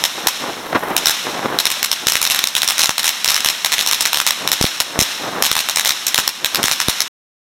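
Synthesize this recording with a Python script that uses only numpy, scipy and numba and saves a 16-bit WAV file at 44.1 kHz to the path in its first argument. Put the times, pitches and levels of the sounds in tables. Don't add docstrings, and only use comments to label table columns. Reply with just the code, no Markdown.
import sys
import numpy as np
from scipy import signal
from scipy.fft import rfft, irfft
from scipy.io import wavfile
from scipy.ndimage import uniform_filter1d
from numba import njit

SR = 44100
rng = np.random.default_rng(int(sys.argv[2]) if len(sys.argv) > 2 else 0)


def unload_audio(sound):
    columns = np.transpose(np.atleast_2d(sound))
    steps = np.round(np.clip(columns, -1, 1) * 32767)
    wavfile.write(sys.argv[1], SR, steps.astype(np.int16))


N = 328104
TIME = np.arange(N) / SR


def undb(db):
    return 10 ** (np.asarray(db) / 20)


def unit(x):
    return x / np.sqrt(np.mean(x ** 2))


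def fade(t, t60_s):
    return np.exp(-np.log(1000) * t / t60_s)


def add(out, start_s, x):
    i = int(start_s * SR)
    out[i:i + len(x)] += x[:len(out) - i]


def colour(x, points, size=4096):
    hz, db = np.transpose(points)
    grid_hz = np.maximum(np.arange(size // 2 + 1) * SR / size, 1)
    gain = undb(np.interp(np.log(grid_hz), np.log(hz), db))
    cepstrum = irfft(np.log(gain))
    cepstrum[1:size // 2] *= 2
    cepstrum[size // 2 + 1:] = 0
    response = irfft(np.exp(rfft(cepstrum)))
    return signal.oaconvolve(x, response / np.linalg.norm(response))[:len(x)]


def smear(x, tau_s):
    keep = np.exp(-1 / (tau_s * SR))
    return signal.lfilter([1 - keep], [1, -keep], x)


def lowpass(x, hz):
    return smear(x, 1 / (2 * np.pi * hz))


def walk(rate_hz):
    hold = max(int(SR / rate_hz), 2)
    steps = np.repeat(rng.standard_normal(N // hold + 1), hold)
    return unit(uniform_filter1d(uniform_filter1d(steps, hold), hold)[:N])


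def spray(per_s, spread_db):
    sizes = undb(spread_db * np.minimum(rng.exponential(size=N), 4))
    hits = rng.random(N) < per_s / SR
    signs = np.sign(rng.random(N) - .5)
    return unit(hits * sizes * signs)


# f/Hz, level/dB
JET_SPECTRUM = [(40, -12), (200, -21), (700, 1), (2500, -4), (5500, -18.5), (8000, -14.5), (16000, -6.5)]


def jets(level_db=-33, spark_db=-5, flicker_db=1):
    gas = rng.standard_normal(N) * undb(flicker_db * walk(rate_hz=22))
    sparks = undb(spark_db) * spray(per_s=430, spread_db=6)
    return undb(level_db) * colour(gas + sparks, JET_SPECTRUM)


# t/s, level/dB
FLAME_BASE = [(0, -27.5), (1.8, -24.5), (2.6, -27.5), (7.08, -29)]
# peak t/s, level/dB, rise/s, T60/s
POWDER_FLARES = [(0.18, -16, .04, .25), (0.262, -18, 0.057, .1), (0.425, -11, 0.056, .3),
                 (0.495, -19.5, 0.046, .22), (0.729, -14, 0.0099, 0.047), (0.756, -5.5, 0.015, 0.086),
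                 (.835, -22.5, 0.014, .35), (.91, -22.5, 0.055, .55), (1.28, -10.5, 0.066, .25),
                 (1.39, -19.5, 0.087, .3), (1.428, -16, 0.0055, .35), (1.54, -29, 0.061, .3),
                 (2.06, -17, .12, .2), (4.43, -4.5, .07, .45), (4.96, -13.5, .13, .3),
                 (5.25, -17, 0.13, .4), (5.41, -17.5, 0.22, .2), (6.43, -9, .07, .2),
                 (6.599, 2, 0.1093, .25)]
# f/Hz, level/dB
FLAME_SPECTRUM = [(30, -22), (80, -15), (160, -3.5), (300, 1.5), (600, 2.5), (1100, 2.5), (2000, -3.5),
                  (3500, -18.5), (8000, -38.5)]


def flames(flutter_db=2.5, roar_db=-2, sputter_db=-7, low_cut_hz=80):
    strength = undb(np.interp(TIME, *np.transpose(FLAME_BASE)))
    for peak_s, db, rise_s, t60_s in POWDER_FLARES:
        age_s = TIME[:SR] - rise_s
        swell = np.minimum(1 + age_s / rise_s, 1) ** 2
        decay = fade(np.maximum(age_s, 0), t60_s)
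        add(strength, max(peak_s - rise_s, 0), undb(db) * swell * decay)
    strength *= undb(flutter_db * walk(rate_hz=90))
    roar = undb(roar_db) * rng.standard_normal(N)
    sputter = undb(sputter_db) * spray(per_s=300, spread_db=6.5)
    burning = strength * (roar + sputter)
    burning -= lowpass(burning, low_cut_hz)
    return colour(burning, FLAME_SPECTRUM)


# f/Hz, level/dB
FRONTS_SPECTRUM = [(40, -40), (200, -6.5), (450, -9), (900, 2), (1600, 5), (2800, 6.5), (5500, -3),
                   (8000, -6), (16000, -10)]


def street(energy, paving_t60_s=.12, paving_db=-2, fronts_t60_s=.8, fronts_db=-2.5, build_s=.021):
    tau_per_t60 = 1 / (2 * np.log(1000))
    near = smear(energy, paving_t60_s * tau_per_t60)
    arriving = smear(energy, build_s)
    arriving[0] += undb(14) ** 2
    far = smear(arriving, fronts_t60_s * tau_per_t60)
    paving = colour(np.sqrt(near) * rng.standard_normal(N), CRACK_SPECTRUM)
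    fronts = np.sqrt(far) * rng.standard_normal(N) * undb(walk(rate_hz=450))
    return undb(paving_db) * paving + undb(fronts_db) * colour(fronts, FRONTS_SPECTRUM)


# t/s, level/dB, first lobe/ms
OVERLOAD_THUMPS = [(2.069, 9, 0.6), (2.893, 18, .6), (4.612, 19, 0.94), (4.643, 20, 0.96), (4.990, 9, 1.2),
                   (5.018, 11, 1.0), (6.187, 11.5, 1), (6.641, 18, 0.7), (6.885, 19, 0.93)]


def thumps(edge_hz=2500):
    pulses = np.zeros(N)
    for start_s, db, lobe_ms in OVERLOAD_THUMPS:
        age = TIME[:SR // 20] / (lobe_ms / 1000)
        add(pulses, start_s, undb(db) * (1 - age) * np.exp(-age))
    return lowpass(pulses, edge_hz)


def crack_times(start_s, length_s, gap_s=.0215, slowing=1.6):
    count = 1 + int(np.ceil(max(length_s, 0) / gap_s))
    return start_s + length_s * np.linspace(0, 1, count) ** slowing


def crack(bright_db, shock=3, body_hz=3600, snap_t60_s=.004, scatter_t60_s=.013, scatter_db=-8):
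    t = TIME[:1024]
    envelope = fade(t, snap_t60_s) + undb(scatter_db) * fade(t, scatter_t60_s)
    snap = rng.standard_normal(len(t)) * envelope
    snap[0] = -shock
    body = lowpass(snap, body_hz)
    pressure = body + undb(np.clip(bright_db, -5, 6)) * (snap - body)
    return pressure / np.linalg.norm(pressure)


# t/s, level/dB, share thrown at the wall/dB, string length/s (0 = one crack)
STAR_BURSTS = [(0.039, -5.5, -5.5, 0), (0.2708, -4, -7, 0.002), (0.9655, -10.5, -9.5, 0.00025),
               (1.0577, -5, -2.5, 0.038), (1.588, -6.5, -6, 0), (1.6547, -6.5, -3.5, 0.00024),
               (1.703, -12.5, 2.5, 0), (1.8293, -5, -8.5, 0.017), (1.9155, -1, -6, 0),
               (2.0699, -2, -4, 0.015), (2.1211, -4, -6.5, 0), (2.1546, 2, -6, 0), (2.216, -2.5, -5, 0.036),
               (2.274, -5.5, -16.5, 0), (2.3004, -3.5, -1, 0.00745), (2.347, -4.5, -3, 0),
               (2.3908, -7, -15.5, 0.0016), (2.44, -5, -14, 0.00078), (2.472, -9.5, -9, 0.0011),
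               (2.552, -5, -3, 0.014), (2.6189, -1.5, -8, 0.013), (2.6772, -1.5, -5, 0.03),
               (2.7811, -5.5, 1, 0.037), (2.836, -0.5, -9.5, 0.022), (2.8933, 5, -8.5, 0),
               (2.981, -2, -2, 0.0012), (3.031, -7, 2, 0.037), (3.0788, 0.5, -10.5, 0.013),
               (3.2454, -2.5, -6.5, 0.00014), (3.2779, -4.5, -1.5, 0.027), (3.3443, -3.5, -5.5, 0.02),
               (3.4055, -8.5, -15, 0), (3.447, 0, -4.5, 0.04), (3.6471, 1.5, -5.5, 0.00021),
               (3.7203, -4, 0.5, 0.0061), (3.7822, -5.5, -3.5, .028), (3.863, -7.5, -2.5, .011),
               (3.9123, -1.5, -4.5, 0.02), (4.0081, -4, -6, 0.0037), (4.0542, -4.5, -7, 0.0049),
               (4.1312, -2.5, -6.5, 0.041), (4.2013, 2.5, -8.5, 0), (4.266, 2, -5, 0.008),
               (4.307, -1.5, -13, 0.0011), (4.4757, -4, -8, 0), (4.5171, -3.5, -1.5, 0.00046),
               (4.613, -8, -3.5, 0.04), (4.8022, -5.5, -11, .005), (4.991, -6.5, -2, 0.021),
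               (5.424, -2, -8.5, 0.00065), (5.4457, -8.5, 0.5, 0.0061), (5.515, 0.5, -9, 0.00014),
               (5.5536, -4.5, -2.5, 0.03724), (5.688, -6, -7.5, 0.0088), (5.7599, -3, -6, 0.036),
               (5.849, -4, -4, .027), (5.8931, -1, -6, 0.0135), (6.0673, -9.5, -3.5, 0.0024),
               (6.1444, -7.5, -8, 0.00082), (6.1788, -1, -6, 0.0081), (6.2775, 2.5, -10, 0.00038),
               (6.446, 4.5, -6, 0), (6.5471, 0.5, -8.5, 0.01), (6.6304, -0.5, -7, 0.052),
               (6.7137, -1.5, -5.5, 0.0069), (6.802, -5.5, -3, 0.00014), (6.8841, -6, 0, 0),
               (7.0048, -2.5, -6, 0)]
# delay/ms, level/dB
WALL_ECHOES = [(7.4, -14), (13.6, -1), (18.8, -7.5), (22.6, -14.5)]
# f/Hz, level/dB
CRACK_SPECTRUM = [(30, -16), (100, -11.5), (400, -10), (900, 3.5), (2500, 7), (5500, 1), (8000, 0),
                  (16000, 1)]


def stars(direct_db=38, wall_db=37, size_spread_db=1.2, path_spread_ms=.18, scatter_delay_s=.009):
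    sound, energy = np.zeros((2, N))
    for start_s, star_db, share_db, length_s in STAR_BURSTS:
        for at_s in crack_times(start_s, length_s):
            size, tone = rng.standard_normal(2)
            db = star_db + size_spread_db * size * (at_s > start_s)
            pulse = undb(db) * crack(bright_db=-1.5 - .3 * db + 2 * tone)
            add(sound, at_s, undb(direct_db) * pulse)
            outward = undb(wall_db + share_db) * pulse
            add(energy, at_s + scatter_delay_s, outward ** 2)
            for delay_ms, echo_db in WALL_ECHOES:
                path_ms = delay_ms + path_spread_ms * rng.standard_normal()
                add(sound, at_s + path_ms / 1000, undb(echo_db) * outward)
    return colour(sound, CRACK_SPECTRUM), energy


def scene():
    cracks, energy = stars()
    return (cracks + street(energy) + thumps() + flames() + jets())[None]


@njit
def follow(x, level, attack, release):
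    out = np.empty(len(x))
    for i in range(len(x)):
        size = abs(x[i])
        level = level + attack * (size - level) if size > level else level * release
        out[i] = level
    return out


# f/Hz, level/dB
MIC_RESPONSE = [(30, 3.5), (2400, -5), (3200, -2), (3850, 3.5), (4300, 0.5), (4750, -6.5), (5300, 6),
                (6200, 2), (7400, -1.5), (10500, -3.5), (13000, -3), (15500, -14)]


def record(dry, threshold=.86, attack_ms=.86, recovery_db_per_s=38, start_db=4, stop_s=7.08, top_hz=15800):
    heard = colour(dry[0], MIC_RESPONSE)
    attack = 1 - np.exp(-1000 / (attack_ms * SR))
    release = float(undb(-recovery_db_per_s / SR))
    peak = follow(heard, float(undb(start_db)), attack, release)
    gain = np.minimum(1, threshold / peak)
    heard = np.clip(heard * gain, -1, 1) * (TIME < stop_s)
    band_limit = signal.ellip(8, .2, 70, top_hz, fs=SR, output="sos")
    return signal.sosfilt(band_limit, heard)[None]


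dry = scene()
out = record(dry)
unload_audio(out)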